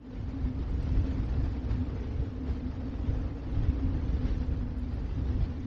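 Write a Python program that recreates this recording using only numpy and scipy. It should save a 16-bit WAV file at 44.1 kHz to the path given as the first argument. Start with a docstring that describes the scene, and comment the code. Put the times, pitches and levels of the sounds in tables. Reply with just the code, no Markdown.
"""Blizzard wind blows across a snowed-in yard and onto a hand-held microphone.
Gusts buffet the port with a rough rumble of coloured noise, evened out and then swelled by the wind.
A hollow resonance drones, moans and howls as slow noise carried on moving pitches; air rushes round the houses.
Driven snow hisses in shifting bands with a sandy grain, and now and then an ice grain ticks on the case.
The microphone's faint self-noise lies beneath."""
import sys
import numpy as np
from scipy import signal
from scipy.fft import rfft, irfft, next_fast_len
from scipy.io import wavfile
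from scipy.ndimage import uniform_filter1d

SR = 44100
rng = np.random.default_rng(int(sys.argv[2]) if len(sys.argv) > 2 else 0)


def inscribe(sig):
    """Save sig as 16-bit PCM at rate SR to the path in sys.argv[1].

    A 1-D sig is mono; a 2-D sig holds one channel per row.
    Samples are clipped to [-1, 1] before scaling.
    """
    pcm = np.round(np.clip(np.atleast_2d(sig).T, -1, 1) * 32767)
    wavfile.write(sys.argv[1], SR, pcm.astype(np.int16))


N = 249606  # samples

# Strength of the wind, before each layer's own share of it.
# Each row: time in seconds, dB over usual at the microphone, dB over usual across the yard.
WIND = [(0.0, -20.5, -16.5), (0.05, -18.5, -7.5), (0.16, -3.5, -2), (0.38, -4, -1), (0.65, -1, -0.5),
        (0.94, 6, 1), (1.1, 2, 2), (1.47, 2.5, 2.2), (1.6, -3, 0), (2.06, -1, 1.1), (2.3, -4, -1.6),
        (2.96, -3, 0.5), (3.21, 4.5, 2), (3.38, -7, -1), (3.57, 2.2, 2), (3.78, 1, 0), (4.0, 1.5, 1.5),
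        (4.3, 2, 1.5), (4.78, -0.5, -2), (5.05, -1, -1), (5.36, 5, 1.5), (5.53, -4, -1.2),
        (5.66, -2.5, -1.5)]
# Gusts that hit the microphone, before each layer's own share of them.
# Each row: centre in seconds, length in seconds, lift of the rumble in dB, lift of the hiss in dB.
GUSTS = [(0.25, 0.1, 3.5, -2), (0.459, 0.14, 8, 1.5), (0.594, 0.075, 6, 1.5), (0.713, 0.14, 4, 2),
         (0.86, 0.18, -1.5, 2.5), (0.977, 0.11, 4.5, 1), (1.08, 0.14, 0.5, 3.5), (1.19, 0.14, 3, 0),
         (1.394, 0.21, 5, 0.5), (1.673, 0.1, 4.5, 1), (1.712, 0.062, 4, 7), (1.77, 0.17, 9, 1.7),
         (1.933, 0.052, 7.5, -1), (2.035, 0.087, -2.5, 1.5), (2.2, 0.1, 9, 1), (2.505, 0.13, 8, 5),
         (2.653, 0.076, 1, -2), (3.088, 0.12, 6.5, 1), (3.215, 0.07, -1.5, 3), (3.624, 0.2, 5, 1.5),
         (3.696, 0.052, 7, 1.5), (3.86, 0.082, 7.5, 1), (3.953, 0.049, 5.5, 1.5), (4.117, 0.15, 4.5, 1),
         (4.285, 0.18, 3.5, 3.7), (4.342, 0.066, 2, 1), (4.514, 0.11, 4.5, -1), (4.688, 0.08, 1.5, -1),
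         (4.986, 0.11, 2, -1), (5.213, 0.087, 3.5, -2), (5.432, 0.091, 6.5, 4)]
# How thickly the snow blows past. Each row: time in seconds, dB over usual.
FLURRIES = [(0, -19), (.05, -9), (.16, -1), (.4, -2), (.72, -2), (.95, 2), (1.42, 2), (1.62, -1.5),
            (2.05, 1), (2.4, -3), (2.62, 0), (2.85, -0.7), (3.12, 0), (3.38, -3), (3.58, 1.6), (3.9, -1.1),
            (4.32, 2.5), (4.72, -4), (5.0, 0), (5.4, 1.5), (5.55, -2), (5.66, -0.5)]

# Centre of the hollow drone. Each row: time in seconds, pitch in Hz.
DRONE_PITCH = [(0, 257), (1.15, 261.6), (1.7, 258.9), (2.1, 257), (3.05, 256.4), (3.4, 268.6), (3.85, 267),
               (4.15, 256.2), (5.66, 250.2)]
# The drone sags briefly. Each row: centre in seconds, length in seconds, change in dB.
DRONE_SAGS = [(0.195, 0.29, -5.5), (0.66, 0.15, -13), (4.697, 0.061, -6), (5.123, 0.14, -15)]
# The drone catches and moans. Each row: centre in seconds, length in seconds, pitch in Hz, level in dB.
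MOANS = [(0.114, 0.36, 254.7, -46.5), (.39, .22, 269.7, -42.5), (0.484, 0.18, 254.2, -38),
         (0.583, 0.094, 268.8, -39.5), (0.743, .14, 274.7, -43), (.89, .16, 250.6, -45),
         (1.092, .25, 262.8, -38.5), (1.252, 0.11, 260.8, -45), (1.379, 0.19, 263.2, -43.5),
         (1.802, .22, 245.9, -37), (2.016, 0.21, 265.3, -44), (2.311, 0.15, 251.5, -44),
         (2.42, 0.16, 257.4, -42), (2.659, .17, 251.4, -40), (2.793, .13, 258, -44),
         (2.891, 0.16, 260, -44.5), (3.059, 0.18, 278.4, -46), (3.202, .2, 250, -43.5),
         (3.564, .2, 274.3, -41), (3.849, .25, 270.4, -38), (4.258, .16, 253.4, -41.5),
         (4.407, 0.22, 255.5, -43.5), (4.63, .14, 243.6, -42), (4.803, 0.15, 248.7, -41),
         (4.899, .16, 250.9, -41), (5.221, 0.16, 246.2, -43.5), (5.35, .16, 259.7, -45),
         (5.52, 0.17, 241, -43.5), (5.66, .16, 253, -37.5)]
# The howl above the drone. Each row: time in seconds, pitch in Hz, relative level in dB.
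HOWL = [(0, 445, -1), (1.15, 470, -1), (1.7, 470, -4.5), (2.1, 440, 7.5), (2.5, 450, 3), (3.05, 500, 1),
        (3.4, 510, 1), (3.85, 475, -3.5), (4.2, 465, 0), (4.6, 470, 3), (5.66, 450, -4.5)]
# Ice grains on the case.
# Each row: centre in seconds, level in dB, ring in Hz, width of the ring in Hz, length in seconds.
ICE_GRAINS = [(.702, -79, 8100, 1400, 0.039), (0.829, -73.5, 8100, 1700, .017),
              (1.255, -80, 8260, 900, .03), (1.447, -86, 8700, 1500, 0.039),
              (1.65, -88.5, 10500, 4500, .07), (3.518, -82, 10200, 350, 0.028),
              (4.376, -84, 9700, 3200, .035), (4.789, -76, 10100, 400, 0.043),
              (4.947, -77.5, 10300, 400, 0.039)]

# Spectra of the noise layers; only their shape counts. Each row: frequency in Hz, density in dB per Hz.
RUMBLE_SPECTRUM = [(12, -18.5), (25, -11.5), (42, -6.5), (60, 1), (78, -4), (110, -9.5), (150, -23.5),
                   (195, -32), (320, -45.5), (600, -59.5)]
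CHURN_SPECTRUM = [(70, -15), (105, 1.5), (150, 3), (195, -4.5), (260, -5), (340, -12), (450, -19),
                  (700, -33.5)]
RUSH_SPECTRUM = [(150, -5), (200, 2.5), (330, 2.5), (385, -1.5), (470, 0.5), (550, -3.5), (630, -6),
                 (790, -6), (1000, -9.5), (1400, -13), (2200, -25), (3500, -29)]
SNOW_SPECTRUM = [(700, -22.5), (1300, -4.5), (1800, 2.5), (2500, -1.5), (4000, -5), (4900, -6.5),
                 (5600, -12.5), (6300, -30), (6900, -34.5), (7500, -46), (9000, -51)]
SIZZLE_SPECTRUM = [(4800, -17.5), (5600, 1.5), (6500, -2), (7300, -10.5), (8200, -23), (9200, -35)]
FLOOR_SPECTRUM = [(6500, -13), (8500, 0.5), (12000, 0), (15500, -6)]

# Level of each layer in the usual wind (dB), and how far it follows its driver (dB per dB)
RUMBLE_DB = -33.5
CHURN_DB, CHURN_FOLLOWS = -43.5, 0.74
DRONE_DB, DRONE_FOLLOWS = -44, 0.48
HOWL_DB = -57
RUSH_DB, RUSH_GUST_SHARE = -49, 0.45  # share of a gust's lift of the hiss
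SNOW_DB = -61
SIZZLE_DB, SIZZLE_FOLLOWS = -77.5, 0.88
FLOOR_DB = -98.5
DRONE_WIDTH_HZ, HOWL_WIDTH_HZ = 53.7, 86
CUTOFF_HZ = 15500


def from_db(db):
    """Decibels to gain."""
    return 10 ** (np.asarray(db) / 20)


def rms_one(x):
    """Scale to unit rms."""
    return x / np.sqrt(np.mean(x ** 2) + 1e-20)


def in_time(rows):
    """Each column of a curve, at every sample."""
    s, *columns = np.transpose(rows)
    return [np.interp(np.arange(N) / SR, s, column) for column in columns]


def bell(s, length_s):
    """A smooth rise to 1 at the given time and an equal fall."""
    return np.cos(np.pi * np.clip((np.arange(N) / SR - s) / length_s, -0.5, 0.5)) ** 2


def coloured(x, spectrum):
    """Give a white signal a spectrum, silent outside its ends; rms 1."""
    hz, db = np.transpose(spectrum)
    bins_hz = np.maximum(np.arange(N // 2 + 1) * SR / N, 1)
    gain = from_db(np.interp(np.log(bins_hz), np.log(hz), db, left=-np.inf, right=-np.inf))
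    return rms_one(irfft(rfft(x) * gain, N))


def drift(rate_hz):
    """Smooth chance that wanders mostly below the given rate; spread 1."""
    step = 32  # samples between the slow points
    size = next_fast_len(N // step + 2)
    bins_hz = np.arange(size // 2 + 1) * SR / step / size
    lowpass = 1 / np.sqrt(1 + (bins_hz / rate_hz) ** 4)
    slow = irfft(rfft(rng.standard_normal(size)) * lowpass, size)
    return np.interp(np.arange(N) / step, np.arange(size), rms_one(slow))


def evened(x, span_s):
    """Hold the power of a noise near 1 over a span, so that its level curves set the swell."""
    size = max(int(span_s * SR), 2)
    power = uniform_filter1d(uniform_filter1d(np.abs(x) ** 2, size), size)
    return x / np.sqrt(power + 1e-9)


def quiver(width_hz):
    """Random swell and phase of a resonance of the given width; rms 1."""
    return (drift(width_hz / 2) + 1j * drift(width_hz / 2)) / np.sqrt(2)


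def sounded(swell, hz):
    """Carry a resonance's swell and phase on its moving pitch; rms 1."""
    carrier = np.exp(2j * np.pi * np.cumsum(hz) / SR)
    return rms_one(np.real(swell * carrier))


def swirled(x, patchy_db, swirl_hz, edges):
    """Passing swirls lift and drop each band of the hiss on its own, never by more than two spreads."""
    size = next_fast_len(N)
    band_of_bin = np.searchsorted(edges, np.arange(size // 2 + 1) * SR / size)
    whole = rfft(x, size)
    out = np.zeros(N)
    for k in range(len(edges) + 1):
        band = irfft(whole * (band_of_bin == k), size)[:N]
        out += band * from_db(patchy_db * np.clip(drift(swirl_hz), -2, 2))
    return out


def gusts():
    """Each gust swells and dies in a bell; the lift of the rumble and of the hiss in dB."""
    return sum(np.outer([thump_db, puff_db], bell(s, length)) for s, length, thump_db, puff_db in GUSTS)


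def eddies():
    """Lumpy pressure of the vortices that roll over the port; power near 1."""
    return evened(coloured(rng.standard_normal(N), RUMBLE_SPECTRUM), span_s=0.076)


def churn():
    """Smaller, faster eddies fill out the rough upper part of the rumble; power near 1."""
    return evened(coloured(rng.standard_normal(N), CHURN_SPECTRUM), span_s=0.079)


def drone(core_width_hz=4, waver_db=1.5, waver_hz=8):
    """Turbulence keeps a hollow resonance sounding: a windy band, from which short moans rise and waver."""
    hz, = in_time(DRONE_PITCH)
    _, yard_db = in_time(WIND)
    sag_db = sum(db * bell(s, length) for s, length, db in DRONE_SAGS)
    level_db = DRONE_DB + DRONE_FOLLOWS * yard_db + sag_db + waver_db * drift(waver_hz)
    band = evened(sounded(quiver(DRONE_WIDTH_HZ), hz), span_s=0.13) * from_db(level_db)

    core = evened(quiver(core_width_hz), span_s=0.052)
    t = np.arange(N) / SR
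    moans = np.zeros(N)
    for s, length, moan_hz, db in MOANS:
        span = np.abs(t - s) < length / 2
        tone = sounded(core[span], np.full(span.sum(), moan_hz))
        moans[span] += from_db(db) * bell(s, length)[span] * tone
    return band + moans


def howl(puff_db=2, puff_hz=9):
    """A fainter, breathy resonance comes in puffs and slides up and down above the drone; rms 1."""
    hz, level_db = in_time(HOWL)
    puffs = from_db(level_db + puff_db * drift(puff_hz))
    return sounded(quiver(HOWL_WIDTH_HZ) * puffs, hz)


def rush(flutter, flutter_db):
    """Air tearing round walls and cars, shaken by the turbulence; rms 1."""
    air = coloured(rng.standard_normal(N), RUSH_SPECTRUM)
    return rms_one(air * from_db(flutter_db * flutter))


def snow(flutter, flutter_db, grains_per_s, size_db, grain_share):
    """Countless fine crystals merge into a hiss; nearer ones add a faint sandy grain; rms 1."""
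    sizes = from_db(size_db * np.minimum(rng.exponential(1, N), 3)) * rng.choice([-1, 1], N)
    near = rms_one(sizes * (rng.random(N) < grains_per_s / SR))
    crystals = coloured(rng.standard_normal(N) + grain_share * near, SNOW_SPECTRUM)
    hiss = swirled(crystals, patchy_db=3.0, swirl_hz=21.6, edges=np.geomspace(1400, 7000, 32))
    return rms_one(hiss * from_db(flutter_db * flutter))


def sizzle(patchy_db=7, swirl_hz=22):
    """The top edge of the hiss comes and goes in ragged patches; rms 1."""
    edge = coloured(rng.standard_normal(N), SIZZLE_SPECTRUM)
    return rms_one(swirled(edge, patchy_db, swirl_hz, np.geomspace(5200, 8800, 17)))


def self_noise():
    """Steady, faint high hiss of the microphone itself; rms 1."""
    return coloured(rng.standard_normal(N), FLOOR_SPECTRUM)


def ticks():
    """Each ice grain skitters for an instant: some with a broad, gritty spatter, some with a tiny, high ring."""
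    out, t = np.zeros(N), np.arange(N) / SR
    for s, db, hz, width_hz, length in ICE_GRAINS:
        span = np.abs(t - s) < length / 2
        case = signal.butter(2, [hz - width_hz / 2, hz + width_hz / 2], "band", fs=SR, output="sos")
        # the end of a longer noise, where the filter has settled
        grit = signal.sosfilt(case, rng.standard_normal(SR // 10))[-span.sum():]
        out[span] += from_db(db) * bell(s, length)[span] * rms_one(grit)
    return out


def scene(lumpy_db=1.0, lumpy_hz=20):
    """Wind, gusts and flurries drive the layers; the eddies at the port also shake the rush and the hiss."""
    near_db, yard_db = in_time(WIND)
    flurry_db, = in_time(FLURRIES)
    thump_db, puff_db = gusts()
    pressure = eddies()
    flutter = rms_one(drift(23) + 0.5 * pressure)

    buffet_db = near_db + thump_db
    rumble = from_db(RUMBLE_DB + buffet_db + lumpy_db * drift(lumpy_hz)) * pressure
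    rumble = rumble + from_db(CHURN_DB + CHURN_FOLLOWS * buffet_db) * churn()
    moan = drone() + from_db(HOWL_DB + yard_db) * howl()
    air = from_db(RUSH_DB + yard_db + RUSH_GUST_SHARE * puff_db) * rush(flutter, flutter_db=1.31)

    snow_db = flurry_db + puff_db
    crystals = snow(flutter, flutter_db=1.0, grains_per_s=4000, size_db=4.5, grain_share=0.35)
    hiss = from_db(SNOW_DB + snow_db) * crystals
    edge = from_db(SIZZLE_DB + SIZZLE_FOLLOWS * snow_db) * sizzle()
    floor = from_db(FLOOR_DB) * self_noise()
    return (rumble + moan + air + hiss + edge + floor + ticks())[None, :]


def record(dry):
    """The top is cut steeply, and a 4 ms fade ends the sound without a click."""
    fade = np.minimum(np.arange(N)[::-1] / (0.004 * SR), 1)
    top_cut = signal.cheby2(12, 60, CUTOFF_HZ, fs=SR, output="sos")
    return signal.sosfilt(top_cut, dry * fade)


dry = scene()
out = record(dry)
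inscribe(out)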